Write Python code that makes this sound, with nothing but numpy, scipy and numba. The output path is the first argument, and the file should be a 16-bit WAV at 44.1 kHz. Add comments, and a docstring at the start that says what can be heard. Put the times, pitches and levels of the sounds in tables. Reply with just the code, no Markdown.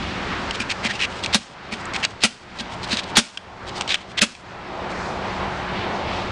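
"""A steady outdoor rush with a faint hum opens the scene and slowly darkens behind everything else.
From half a second in, close up, a hand works the plastic segments of a home-made scoreboard digit.
Each segment scrapes and ticks on its hinge, swings over, then snaps flat against the hollow board
with a short clatter, a boom and a faint rattle; four land, about a second apart.
After every loud contact the gain control ducks the rush and lets it swell back."""
import sys
import numpy as np
from scipy import signal
from scipy.fft import rfft, irfft, next_fast_len
from scipy.io import wavfile
from scipy.ndimage import uniform_filter1d
from numba import njit

SR = 44100
rng = np.random.default_rng(int(sys.argv[2]) if len(sys.argv) > 2 else 0)


def wav_out(sig):
    """Save sig, one row per channel (or a flat mono array), as 16-bit PCM at SR to the path in sys.argv[1]."""
    wavfile.write(sys.argv[1], SR, np.round(np.clip(np.atleast_2d(sig).T, -1, 1) * 32767).astype(np.int16))


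N = 278667
RING_SIZE = 8192  # samples in one contact and its decay
RING_TIME = np.arange(RING_SIZE) / SR
GRIP_HZ = 3150  # usual ring of a held segment


def undb(db):
    """Decibels to gain."""
    return 10 ** (np.asarray(db) / 20)


def unit(x):
    """Scale to rms 1."""
    return x / np.sqrt(np.mean(x ** 2))


def lasting(x, length_s):
    """Scale to the energy of a sound of rms 1 that lasts length_s."""
    return x * np.sqrt(length_s * SR / np.sum(x ** 2))


def add(out, start_s, x):
    """Mix x into out at start_s."""
    i = int(start_s * SR)
    out[i:i + len(x)] += x[:len(out) - i]


def drift(rate_hz):
    """Smooth random modulation of rms 1: sample and hold, slewed twice."""
    hold = int(SR / rate_hz)
    steps = np.repeat(rng.standard_normal(N // hold + 1), hold)
    return unit(uniform_filter1d(uniform_filter1d(steps, hold), hold)[:N])


def eq_db(curve, hz):
    """Read an EQ curve on a log-frequency axis."""
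    points_hz, db = np.transpose(curve)
    return np.interp(np.log(hz), np.log(points_hz), db)


# Tone of the outdoor bed: (frequency [Hz], relative level [dB])
RUSH_EQ = [(25, 1.5), (38, -14), (55, 5.5), (72, 3), (115, 4.5), (150, 1), (200, 2), (450, -0.5), (850, 2),
           (1400, -2), (2200, -6), (4500, -15), (8000, -31.5), (10000, -45)]
# Hum partials: (frequency [Hz], level against the rush before the mid EQ [dB], pitch wander [share])
HUM_PARTIALS = [(72.4, -26.5, 0.05), (188.8, -14, 0.0264), (363.8, -16.5, 0.005), (920, -42, 0.0311)]


def outdoor_rush(flicker_db=1.93, bass_hz=220, mid_hz=800, darken_s=4.4):
    """Distant noise wavers band by band over a machine's hum, settling into a darker, fuller tone."""
    dark = 1 - np.exp(-np.arange(N) / SR / darken_s)
    level_db, bass_db, mid_db = -24.5 - 4.5 * dark, -1.5 + 3 * dark, -5 + 12 * dark
    size = next_fast_len(N)
    freqs = np.maximum(np.fft.rfftfreq(size, 1 / SR), 1)
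    spectrum = rfft(rng.standard_normal(size)) * undb(eq_db(RUSH_EQ, freqs))
    spectrum /= np.std(irfft(spectrum))
    out = np.zeros(N)
    for hz in 25 * 2. ** np.arange(10):
        octave_band = irfft(spectrum * np.maximum(1 - abs(np.log2(freqs / hz)), 0), size)[:N]
        colour_db = bass_db / (1 + (hz / bass_hz) ** 2) + mid_db / (1 + np.log2(hz / mid_hz) ** 2)
        out += octave_band * undb(flicker_db * drift(13) + colour_db)
    for hz, db, wander in HUM_PARTIALS:
        phase = 2 * np.pi * np.cumsum(hz * (1 + wander * drift(25))) / SR
        out += np.sqrt(2) * undb(db + mid_db + 0.63 * drift(12)) * np.sin(phase)
    return out * undb(level_db)


def echo(x, t60_s=0.41, wet_db=-22.5, build_s=0.011):
    """Scattered reflections from nearby surfaces die away within half a second."""
    t = np.arange(int(.8 * SR)) / SR
    tail = rng.standard_normal(len(t)) * np.exp(-np.log(1000) * t / t60_s) * (1 - np.exp(-t / build_s))
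    return undb(wet_db) * signal.fftconvolve(x, tail / np.sqrt(np.sum(tail ** 2)))[:N]


def ring(force, modes, detune=0.0026):
    """A force excites decaying modes; each mode's level sets its share of the energy."""
    response = np.zeros(RING_SIZE)
    for hz, t60, db in modes:
        decay = undb(db) / np.sqrt(t60) * np.exp(-np.log(1000) * RING_TIME / t60)
        response += decay * np.sin(2 * np.pi * hz * (1 + detune * rng.standard_normal()) * RING_TIME)
    return signal.fftconvolve(force, response)[:RING_SIZE]


# Low body of the hollow board: (frequency [Hz], decay T60 [s], relative level [dB])
BOARD_BODY = [(206, 0.072, -5), (224.6, 0.059, 9.5), (251, 0.17, -12.5), (308, 0.068, -10),
              (587, 0.081, -7.5)]


def board_boom(db, swell_s=0.02):
    """The hollow board booms as it takes a weight; its pitch depends on where it is struck and held."""
    pitch = 1 + 0.02 * rng.standard_normal()
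    modes = [(hz * pitch, t60, mode_db) for hz, t60, mode_db in BOARD_BODY]
    boom = ring(signal.unit_impulse(RING_SIZE), modes) * (1 - np.exp(-RING_TIME / swell_s))
    return undb(db) * lasting(boom, length_s=0.069)


def slips(rate_hz, spread_db):
    """Friction grain: tiny slips at random moments, their strengths scattered by spread_db."""
    happens = rng.random(RING_SIZE) < rate_hz / SR
    direction = rng.choice([-1, 1], RING_SIZE)
    return happens * direction * undb(spread_db * np.minimum(rng.exponential(size=RING_SIZE), 2))


# Bright ring of a plastic segment: (frequency [Hz], decay T60 [s], relative level [dB])
SEGMENT_RING = [(1640, 0.065, 12), (1946, 0.096, -11), (2400, 0.053, -13), (2470, 0.12, -28),
                (2880, 0.037, 4.5), (3190, 0.019, 3.5), (3360, 0.077, 11), (3770, 0.04, 2),
                (4100, .04, -16), (4500, 0.028, 7), (5050, 0.01, 10.5), (5520, 0.023, 7.5), (6770, .025, 2),
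                (7500, 0.02, -37)]


def plastic(force, curve, hz, tilt_db, peak_db, modes_db, octaves=.18):
    """A contact sounds through a segment: a broad resonance set by the grip, then its own short ring."""
    freqs = np.maximum(np.fft.rfftfreq(RING_SIZE, 1 / SR), 1)
    slope_db = tilt_db * np.log2(np.maximum(freqs, hz / 2) / hz)
    bell_db = peak_db * np.exp(-(np.log2(freqs / hz) / octaves) ** 2)
    tone = undb(eq_db(curve, freqs) + slope_db + bell_db)
    cepstrum = irfft(np.log(tone))[:RING_SIZE // 2]
    cepstrum[1:] *= 2  # minimum phase: nothing sounds before the contact
    contact = irfft(rfft(force) * np.exp(rfft(cepstrum, RING_SIZE)))
    return unit(contact) + undb(modes_db) * unit(ring(contact, SEGMENT_RING))


# Tone of plastic rubbing on plastic: (frequency [Hz], relative level [dB])
RUB_EQ = [(100, -49), (500, -19.5), (1100, -7), (1700, 3.5), (2400, 6), (4000, 4), (5500, -1),
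          (8500, -10.5), (11000, -32)]


def rub(length_s, db, hz, crest=0.67, uneven_db=2, duller_db=5, light_db=-22, brighter_db=2):
    """Dense stick-slip grains swell as the segment is pushed and stop as it comes free."""
    pressure = np.interp(RING_TIME / length_s, [0, crest, 1], [0, 1, 0])
    grip = undb(uneven_db * unit(uniform_filter1d(rng.standard_normal(RING_SIZE), size=130)))
    force = pressure * grip * slips(rate_hz=3500, spread_db=2.5)
    # a light touch hisses, a firm one grinds
    tilt_db = brighter_db * np.log2(hz / GRIP_HZ) - duller_db * (db - light_db) / 20
    friction = plastic(force, RUB_EQ, hz, tilt_db, peak_db=6.5, modes_db=-16.5, octaves=0.26)
    return undb(db) * lasting(friction, length_s)


def brushes(count=5, length_s=0.068, db=-38, spread_db=2, spread_octaves=0.16):
    """Light rubs come at uneven moments while the hand is on a segment, ahead of each snap."""
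    out = np.zeros(N)
    for landing_s, *_, handling_s in SNAP_CUES:
        for k, (when, strength, pitch) in enumerate(rng.uniform(-1, 1, size=(count, 3))):
            progress = (k + (1 + when) / 2) / count
            start_s = landing_s - handling_s + (handling_s - length_s) * progress
            hz = GRIP_HZ * 2 ** (spread_octaves * pitch)
            add(out, start_s, rub(length_s, db + spread_db * strength, hz))
    return out


# Soft nudges against the board: (time [s], boom level [dB])
BUMP_CUES = [(0.601, -30.5), (0.85, -27.5), (1.724, -26.5), (2.608, -29), (2.928, -24)]


def bumps(contact_s=0.008, knock_db=2, knock_hz=1100):
    """The hand pushes a segment softly against the board: a dull knock and a little boom."""
    out = np.zeros(N)
    for start_s, db in BUMP_CUES:
        force = np.exp(-RING_TIME / contact_s) * slips(rate_hz=13000, spread_db=14)
        knock = plastic(force, IMPACT_EQ, knock_hz, tilt_db=-2, peak_db=-5, modes_db=-4)
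        add(out, start_s, undb(db + knock_db) * lasting(knock, length_s=0.034))
        add(out, start_s, board_boom(db))
    return out


# Firm pushes on a segment: (time [s], length [s], level [dB], resonance [Hz])
SCRAPE_CUES = [(0.526, 0.042, -31, 3150), (0.589, 0.046, -28, 2450), (0.685, 0.048, -21.5, 2500),
               (0.828, 0.056, -19, 2180), (0.882, 0.044, -20.5, 1840), (0.914, 0.066, -29, 2700),
               (0.982, 0.083, -16.5, 2630), (1.223, 0.033, -23.5, 3900), (1.708, 0.041, -24, 2220),
               (1.932, 0.043, -22, 2280), (2.024, 0.04, -14, 2600), (2.584, 0.028, -20, 3830),
               (2.819, 0.038, -28.5, 4230), (2.893, 0.068, -21, 4220), (2.952, 0.061, -22, 3530),
               (3.029, 0.016, -31, 4100), (3.657, 0.05, -31, 3550), (3.741, 0.05, -32, 4900),
               (3.873, 0.072, -15, 3720), (3.934, 0.028, -11.5, 2930), (4.17, 0.03, -11, 3600),
               (4.888, 0.044, -41, 4200)]


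def scrapes():
    """Plastic grinds on plastic as the hand works a segment round its hinge."""
    out = np.zeros(N)
    for start_s, length_s, db, hz in SCRAPE_CUES:
        add(out, start_s, rub(length_s, db, hz))
    return out


# Tone of a catching edge: (frequency [Hz], relative level [dB])
CATCH_EQ = [(100, -25), (1100, 0), (1800, -4), (2400, 7.5), (4000, 4), (5500, 4), (8500, -3), (11000, -48)]
# An edge catches and lets go: (time [s], level [dB], resonance [Hz])
TICK_CUES = [(.509, -17, 3065), (.604, -17, 2450), (0.847, -23, 2740), (0.863, -27, 2350),
             (1.052, -18.5, 2380), (1.237, -15.5, 3130), (1.261, -13, 2450), (1.855, -28.5, 7820),
             (1.936, -21.5, 2250), (2.05, -1.5, 4500), (2.97, -13.5, 4000), (3.373, -2, 3200),
             (3.81, -11, 3070), (3.82, -20, 2230), (3.877, -18, 3320), (3.943, -0.5, 3400),
             (4.35, -16.5, 2310)]


def ticks(fade_s=0.002, duller_db=4, light_db=-20, brighter_db=3):
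    """One sudden slip with a grain of roughness behind it; the finger damps the ring."""
    out = np.zeros(N)
    for start_s, db, hz in TICK_CUES:
        force = np.exp(-RING_TIME / fade_s) * slips(rate_hz=11000, spread_db=19.5)
        force[0] += 2.5  # the leading transient
        # small, light catches are the brightest
        tilt_db = brighter_db * np.log2(hz / GRIP_HZ) - duller_db * (db - light_db) / 20
        tick = plastic(force, CATCH_EQ, hz, tilt_db, peak_db=9, modes_db=-13)
        add(out, start_s, undb(db) * lasting(tick, length_s=0.0034))
    return out


def rattles(fade_s=0.074, below_db=-29, ring_hz=2900):
    """After landing, the loose segment rattles faintly in its hinge."""
    out = np.zeros(N)
    for landing_s, clatter_s, db, *_ in SNAP_CUES:
        force = np.exp(-RING_TIME / fade_s) * slips(rate_hz=1700, spread_db=3)
        rattle = plastic(force, CATCH_EQ, ring_hz, tilt_db=0, peak_db=0, modes_db=-13)
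        add(out, landing_s + clatter_s, undb(db + below_db) * lasting(rattle, fade_s))
    return out


def swings(usual_s=0.035, usual_db=-17, ring_hz=4370, overrun=1.1):
    """The hinge rubs as a segment swings into its snap; the quicker the swing, the louder the rub."""
    out = np.zeros(N)
    for landing_s, *_, swing_s, _ in SNAP_CUES:
        db = usual_db + 10 * np.log10(usual_s / swing_s)
        add(out, landing_s - swing_s, rub(overrun * swing_s, db, ring_hz, crest=0.85))
    return out


# Tone of a segment hitting the board: (frequency [Hz], relative level [dB])
IMPACT_EQ = [(30, -11.5), (150, -5.5), (350, -5), (700, -2.5), (1200, -3.5), (2400, 0), (4000, -1.5),
             (6000, -4.5), (8500, -9), (11000, -18)]
# The main hits, one for each segment that lands:
# (time [s], clatter length [s], level [dB], resonance [Hz], swing length [s], handling lead-in [s])
SNAP_CUES = [(1.345, 0.0105, 7.5, 3900, 0.022, 0.39), (2.236, 0.018, 8, 2610, 0.033, 0.58),
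             (3.169, 0.021, 15.5, 3500, 0.017, 0.64), (4.2172, 0.016, 8.5, 2530, 0.0083, 0.55)]


def snaps(settle_s=0.0096, bounce_s=0.0062, fade_db=5, harder_db=0.55, gentle_db=-18,
          boom_db=-15, boom_lag=0.385):
    """The flat face cracks down and chatters in quick, weakening bounces; the board booms."""
    out, t = np.zeros(N), RING_TIME
    for landing_s, clatter_s, db, hz, *_ in SNAP_CUES:
        bounces = np.cumsum(bounce_s * rng.uniform(0.97, 2.1, 40))
        since_bounce = t - np.r_[0, bounces][np.searchsorted(bounces, t)]
        chatter = 1.4 + np.exp(-since_bounce / 0.0015)
        weakening = undb(-fade_db * np.minimum(t / clatter_s, 1))
        settling = np.exp(-np.maximum(t - clatter_s, 0) / settle_s)
        force = weakening * settling * chatter * slips(rate_hz=14000, spread_db=0)
        tilt_db = harder_db * (db - gentle_db) / 20  # a harder blow is a shorter contact, so brighter
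        crack = plastic(force, IMPACT_EQ, hz, tilt_db, peak_db=6, modes_db=-14, octaves=0.11)
        add(out, landing_s, undb(db) * lasting(crack, clatter_s))
        add(out, landing_s + boom_lag * clatter_s, board_boom(db + boom_db))
    return out


def scene():
    """The close segments and their echo over the outdoor bed, in mono."""
    board = scrapes() + ticks() + swings() + snaps() + rattles() + bumps() + brushes()
    return (board + echo(board) + outdoor_rush())[None]


@njit
def follow(wanted, attack, hold, release):
    """Rise quickly to the wanted cut, hold it, then let go slowly; times in samples."""
    cut, now, wait = np.empty(len(wanted)), 0., 0.
    for i in range(len(wanted)):
        if wanted[i] > now:
            now += (wanted[i] - now) / attack
            wait = hold
        elif wait > 0:
            wait -= 1
        else:
            now += (wanted[i] - now) / release
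        cut[i] = now
    return cut


def gain_control(x, threshold_db=-20, slope=0.66, sense_s=0.0014, look_ahead_s=0.001,
                 attack_s=0.0013, hold_s=0.14, release_s=0.31):
    """Loud contacts duck the whole mix just as they arrive; it creeps back over half a second."""
    power = uniform_filter1d(x ** 2, int(sense_s * SR))
    over_db = np.maximum(10 * np.log10(np.abs(power) + 1e-12) - threshold_db, 0)
    cut_db = follow(slope * over_db, attack_s * SR, hold_s * SR, release_s * SR)
    early_cut_db = np.interp(np.arange(N) + look_ahead_s * SR, np.arange(N), cut_db)
    return x * undb(-early_cut_db)


def record(dry, mic_top_hz=10450, ceiling=.66, round_off_hz=12200, top_hz=16000):
    """A microphone with little top, gain control, and clipping on the crests of a snap."""
    heard = signal.sosfilt(signal.cheby1(10, .3, mic_top_hz, fs=SR, output="sos"), dry[0])
    clipped = np.clip(gain_control(heard), -ceiling, ceiling)
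    rounded = signal.sosfilt(signal.butter(4, round_off_hz, fs=SR, output="sos"), clipped)
    return signal.sosfilt(signal.ellip(8, .2, 70, top_hz, fs=SR, output="sos"), rounded)[None]


dry = scene()
out = record(dry)
wav_out(out)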